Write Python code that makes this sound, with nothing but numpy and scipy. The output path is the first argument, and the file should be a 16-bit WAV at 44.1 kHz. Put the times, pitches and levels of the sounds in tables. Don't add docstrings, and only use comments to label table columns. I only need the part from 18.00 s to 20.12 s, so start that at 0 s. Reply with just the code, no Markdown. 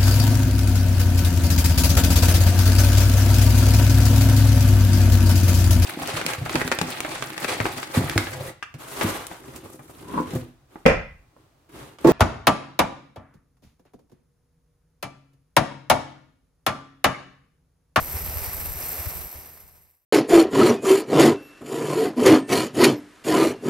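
import sys
import numpy as np
from scipy import signal
from scipy.fft import rfft, irfft, next_fast_len
from scipy.io import wavfile
from scipy.ndimage import map_coordinates

SR = 44100
rng = np.random.default_rng(int(sys.argv[2]) if len(sys.argv) > 2 else 0)


def natural_amplitude(level_db):
    exponent = np.asarray(level_db, float) / 20
    return 10 ** exponent


def materialize(psi):
    bounded = np.clip(np.atleast_2d(psi).T, -1, 1)
    quanta = np.round(bounded * 32767).astype(np.int16)
    wavfile.write(sys.argv[1], SR, quanta)


N = 93668

# time_s, gain_db
FADE_OUT = [(0, 1.5), (1.07, -2), (1.27, -6), (1.68, -21), (1.91, -33.5), (2.04, -48.5), (2.05, -50.5)]


def spray():
    # time_s, strength_db
    flow = [(0, -2), (.11, -2), (.21, -1), (.4, -1), (.47, -0.5), (.6, 0), (.63, -0.5), (.67, 1), (.71, -2),
            (.78, 1.5), (.92, 2), (1.03, 2), (1.09, 2.5), (1.27, 0), (1.29, -3.5), (1.37, 2.3), (1.44, 0),
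            (2.1, 5.5)]
    mist_db, splash_db = -33, -39.5
    flow_db, = curves(flow)
    sputter_db = .4 * wobble(15.6) + 0.74 * wobble(59.17)
    mist_gain = natural_amplitude(mist_db + flow_db + sputter_db)
    splash_gain = natural_amplitude(splash_db + 0.84 * flow_db + 1.67 * sputter_db + 0.2 * wobble(8.02))
    return mist_gain * mist(mist_db) + splash_gain * splash() + plink()


def mist(mist_db):
    # frequency_hz, density_db_per_hz
    mist_spectrum = [(6600, -39.5), (7300, -14), (9400, -6.5), (11300, -8), (12500, 2), (14400, -3),
                     (15300, -9.5), (15900, -7)]
    # frequency_hz, likeness_0_to_1, right_lead_rad, left_over_right_db
    mist_between = [(7100, .5, -1.2, 0), (7700, .85, .2, .5), (8600, .78, .8, 1), (10600, .87, 3.1, -1),
                    (11400, .74, 4.5, -3), (12100, .88, 6.3, .8), (14900, .8, 9.4, -2),
                    (15700, .48, 12, -4)]
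    stream = drops(hiss=.25) * natural_amplitude(1.3 * wobble(250)) + big_drops(mist_db)
    return ports(stream, .3, mist_spectrum, 15740, mist_between)


def big_drops(mist_db):
    # start_s, peak_db
    spits = [(0.0972, -14), (0.1307, -13.5), (0.194, -15.5), (0.2678, -37.5), (0.497, -23.5), (0.569, -16),
             (0.658, -14), (0.7342, -39.5), (0.7726, -19), (0.8106, -22.5), (0.861, -28), (0.8914, -11.5),
             (0.9038, -19.5), (1.1388, -31.5), (1.16, -31), (1.2501, -22.5)]
    rise_s, spit_db = .0012, 7
    fade_db, = curves(FADE_OUT)
    pulses = np.zeros(N)
    for start_s, peak_db in spits:
        level_db = peak_db + spit_db - mist_db - fade_db[round(start_s * SR)]
        pulses[round((start_s + rise_s) * SR)] = natural_amplitude(level_db)
    return pulses


def splash():
    # frequency_hz, density_db_per_hz
    splash_spectrum = [(250, -2.5), (700, -0.5), (1650, -6.5), (2150, -4), (2750, -6.5), (3350, -14),
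                       (5900, -6.5), (7000, -12)]
    # frequency_hz, likeness_0_to_1, right_lead_rad, left_over_right_db
    splash_between = [(300, .93, -.1, 0), (1000, .87, -.2, 1), (1550, .58, -.4, 2.3), (2100, .75, .7, 2.3),
                      (3050, .55, 2.1, -.7), (3500, .78, .2, -2), (4900, .92, .15, 0),
                      (6200, .7, 1.8, -2.5)]
    return ports(drops(hiss=.68), .85, splash_spectrum, 7200, splash_between)


def plink():
    start_s, pitch_hz, level_db, width_s = .827, 5550, -21, .00024
    t = np.arange(N) / SR - start_s
    envelope = np.exp(-.5 * (t / width_s) ** 2)
    ring = natural_amplitude(level_db) * envelope * np.sin(2 * np.pi * pitch_hz * t)
    return ring * np.array([[1], [.3]])


def drops(hiss):
    drops_per_s, spread_db = 3500, 3.7
    chance, size = rng.random((2, N))
    hits = (chance < drops_per_s / SR) * natural_amplitude(-spread_db * np.log(size + .012))
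    return np.sqrt(1 - hiss) * unit(bursts(hits)) + np.sqrt(hiss) * rng.standard_normal(N)


def bursts(hits):
    decay_s = .00022
    keep = np.exp(-1 / (decay_s * SR))
    envelope = signal.lfilter([np.sqrt(1 - keep ** 2)], [1, -keep], hits)
    return envelope * rng.standard_normal(N)


def ports(shared, hiss, spectrum, top_hz, between):
    bottom_hz = 184
    side = np.array([[.5], [-.5]])

    def colour(hz):
        return along(spectrum, hz)[0]

    def response(hz, own):
        alike, lead, tilt_db = along(between, hz)
        alike = np.clip(alike, 0, 1)
        share = np.sqrt(1 - alike if own else alike)
        band = (hz < top_hz) * hz ** 4 / (hz ** 4 + bottom_hz ** 4)
        return natural_amplitude(colour(hz) + side * tilt_db) * band * share * np.exp(-1j * side * lead)

    scale = np.std(filtered(rng.standard_normal(N), lambda hz: natural_amplitude(colour(hz)) * (hz < top_hz)))
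    apart = np.array([drops(hiss), drops(hiss)])
    common = filtered(shared, lambda hz: response(hz, False))
    separate = filtered(apart, lambda hz: response(hz, True))
    return (common + separate) / scale


def wind():
    # frequency_hz, density_db_per_hz
    breeze_spectrum = [(15, -18), (40, -6), (75, -14.5), (110, -10.5), (160, -17), (250, -23.5),
                       (400, -65.5)]
    # centre_s, left_db, right_db, flutter_hz
    puff_rows = [(.02, -51, -32.5, 72), (.16, -26, -24.5, 74.4), (.238, -28, -27, 70),
                 (0.292, -26, -28, 76), (0.371, -24.5, -25, 76.6), (0.419, -45, -27.5, 74.4),
                 (0.484, -27, -29.5, 79), (0.552, -43.5, -32, 70), (0.594, -35, -33, 70),
                 (.63, -37, -35.5, 72), (0.679, -31.5, -31, 76.4), (0.771, -29, -32.5, 69),
                 (.84, -35.5, -56, 69.3), (0.912, -33.5, -36.5, 74.4), (1.004, -28.5, -29, 75.4),
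                 (1.075, -18, -22.5, 79), (1.158, -33, -30, 63.4), (1.209, -45, -32.5, 66.4),
                 (1.261, -41, -31, 59.4), (1.362, -28, -28, 78), (1.388, -29, -28, 77),
                 (1.645, -32, -31, 70)]
    breeze_db, lumps_db, puff_s = -41.5, 4.5, 0.0089
    left_lumps = wobble(9.32) + 0.25 * wobble(28.82)
    right_lumps = wobble(9.6) + 0.41 * wobble(30)
    lumps = natural_amplitude(lumps_db * np.array([left_lumps, right_lumps]))
    rush = lumps * rng.standard_normal((2, N))
    breeze = unit(filtered(rush, lambda hz: natural_amplitude(along(breeze_spectrum, hz)[0])))
    puffs = np.zeros((2, N))
    phases = rng.normal(0, 0.81, (len(puff_rows), 2, 1))
    for (centre_s, left_db, right_db, flutter_hz), phase in zip(puff_rows, phases):
        t = np.arange(N) / SR - centre_s
        envelope = natural_amplitude([[left_db], [right_db]]) * np.exp(-.5 * (t / puff_s) ** 2)
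        puffs -= envelope * np.cos(2 * np.pi * flutter_hz * t + phase)
    return natural_amplitude(breeze_db) * breeze + puffs


def motor():
    # multiple, level_db
    harmonics = [(1, -2.5), (2, -10), (3, -21), (5, -16)]
    # time_s, level_db
    motor_run = [(0, -58), (.15, -37.5), (.4, -42.5), (.6, -46.5), (1.1, -44), (1.5, -43), (2.1, -41.5)]
    run_db, = curves(motor_run)
    phase = 2 * np.pi * np.cumsum(79.5 + 1.285 * wobble(12)) / SR
    hum = np.zeros(N)
    for k, level_db in harmonics:
        hum += natural_amplitude(level_db + 1.77 * wobble(7.7)) * np.sin(k * phase + k * k)
    flicker_db = 2.5 * np.array([wobble(15), wobble(8.2)])
    return natural_amplitude(run_db + 3.5 + flicker_db) * hum


def ducking():
    # centre_s, left_db, right_db, half_length_s
    ducks = [(0.072, -11, 0.5, 0.014), (0.193, -14, -7, 0.014), (.55, 0.5, 2.5, 0.048),
             (0.715, 1.5, -16, 0.031), (0.957, 2.5, -18, 0.022), (1.042, -10, -10.5, 0.018),
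             (1.118, -16, -4, 0.033), (1.306, -26, -11.5, 0.032)]
    t = np.arange(N) / SR
    gain_db = np.zeros((2, N))
    for centre_s, left_db, right_db, half_s in ducks:
        gain_db += np.array([[left_db], [right_db]]) * np.exp(-((t - centre_s) / half_s) ** 4)
    return natural_amplitude(gain_db)


def unit(x):
    return x / np.sqrt(np.mean(x ** 2) + 1e-20)


def along(points, hz):
    f, *cols = np.transpose(points)
    return [np.interp(np.log(hz + 1), np.log(f + 1), c) for c in cols]


def curves(rows):
    s, *cols = np.transpose(rows)
    return [np.interp(np.arange(N) / SR, s, c) for c in cols]


def wobble(rate):
    return map_coordinates(rng.standard_normal(2000), [np.arange(N) * rate / SR])


def filtered(x, response):
    m = next_fast_len(N + 8192)
    return irfft(rfft(x, m) * response(np.fft.rfftfreq(m, 1 / SR)), m)[..., :N]


def scene():
    return spray() + ducking() * (wind() + motor())


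def low_pass(x):
    return signal.sosfilt(signal.butter(12, 16990, fs=SR, output="sos"), x)


def record(dry):
    end_s = 2.05
    fade_db, = curves(FADE_OUT)
    mix = dry * natural_amplitude(fade_db) * (np.arange(N) < end_s * SR)
    return low_pass(mix)


dry = scene()
out = record(dry)
materialize(out)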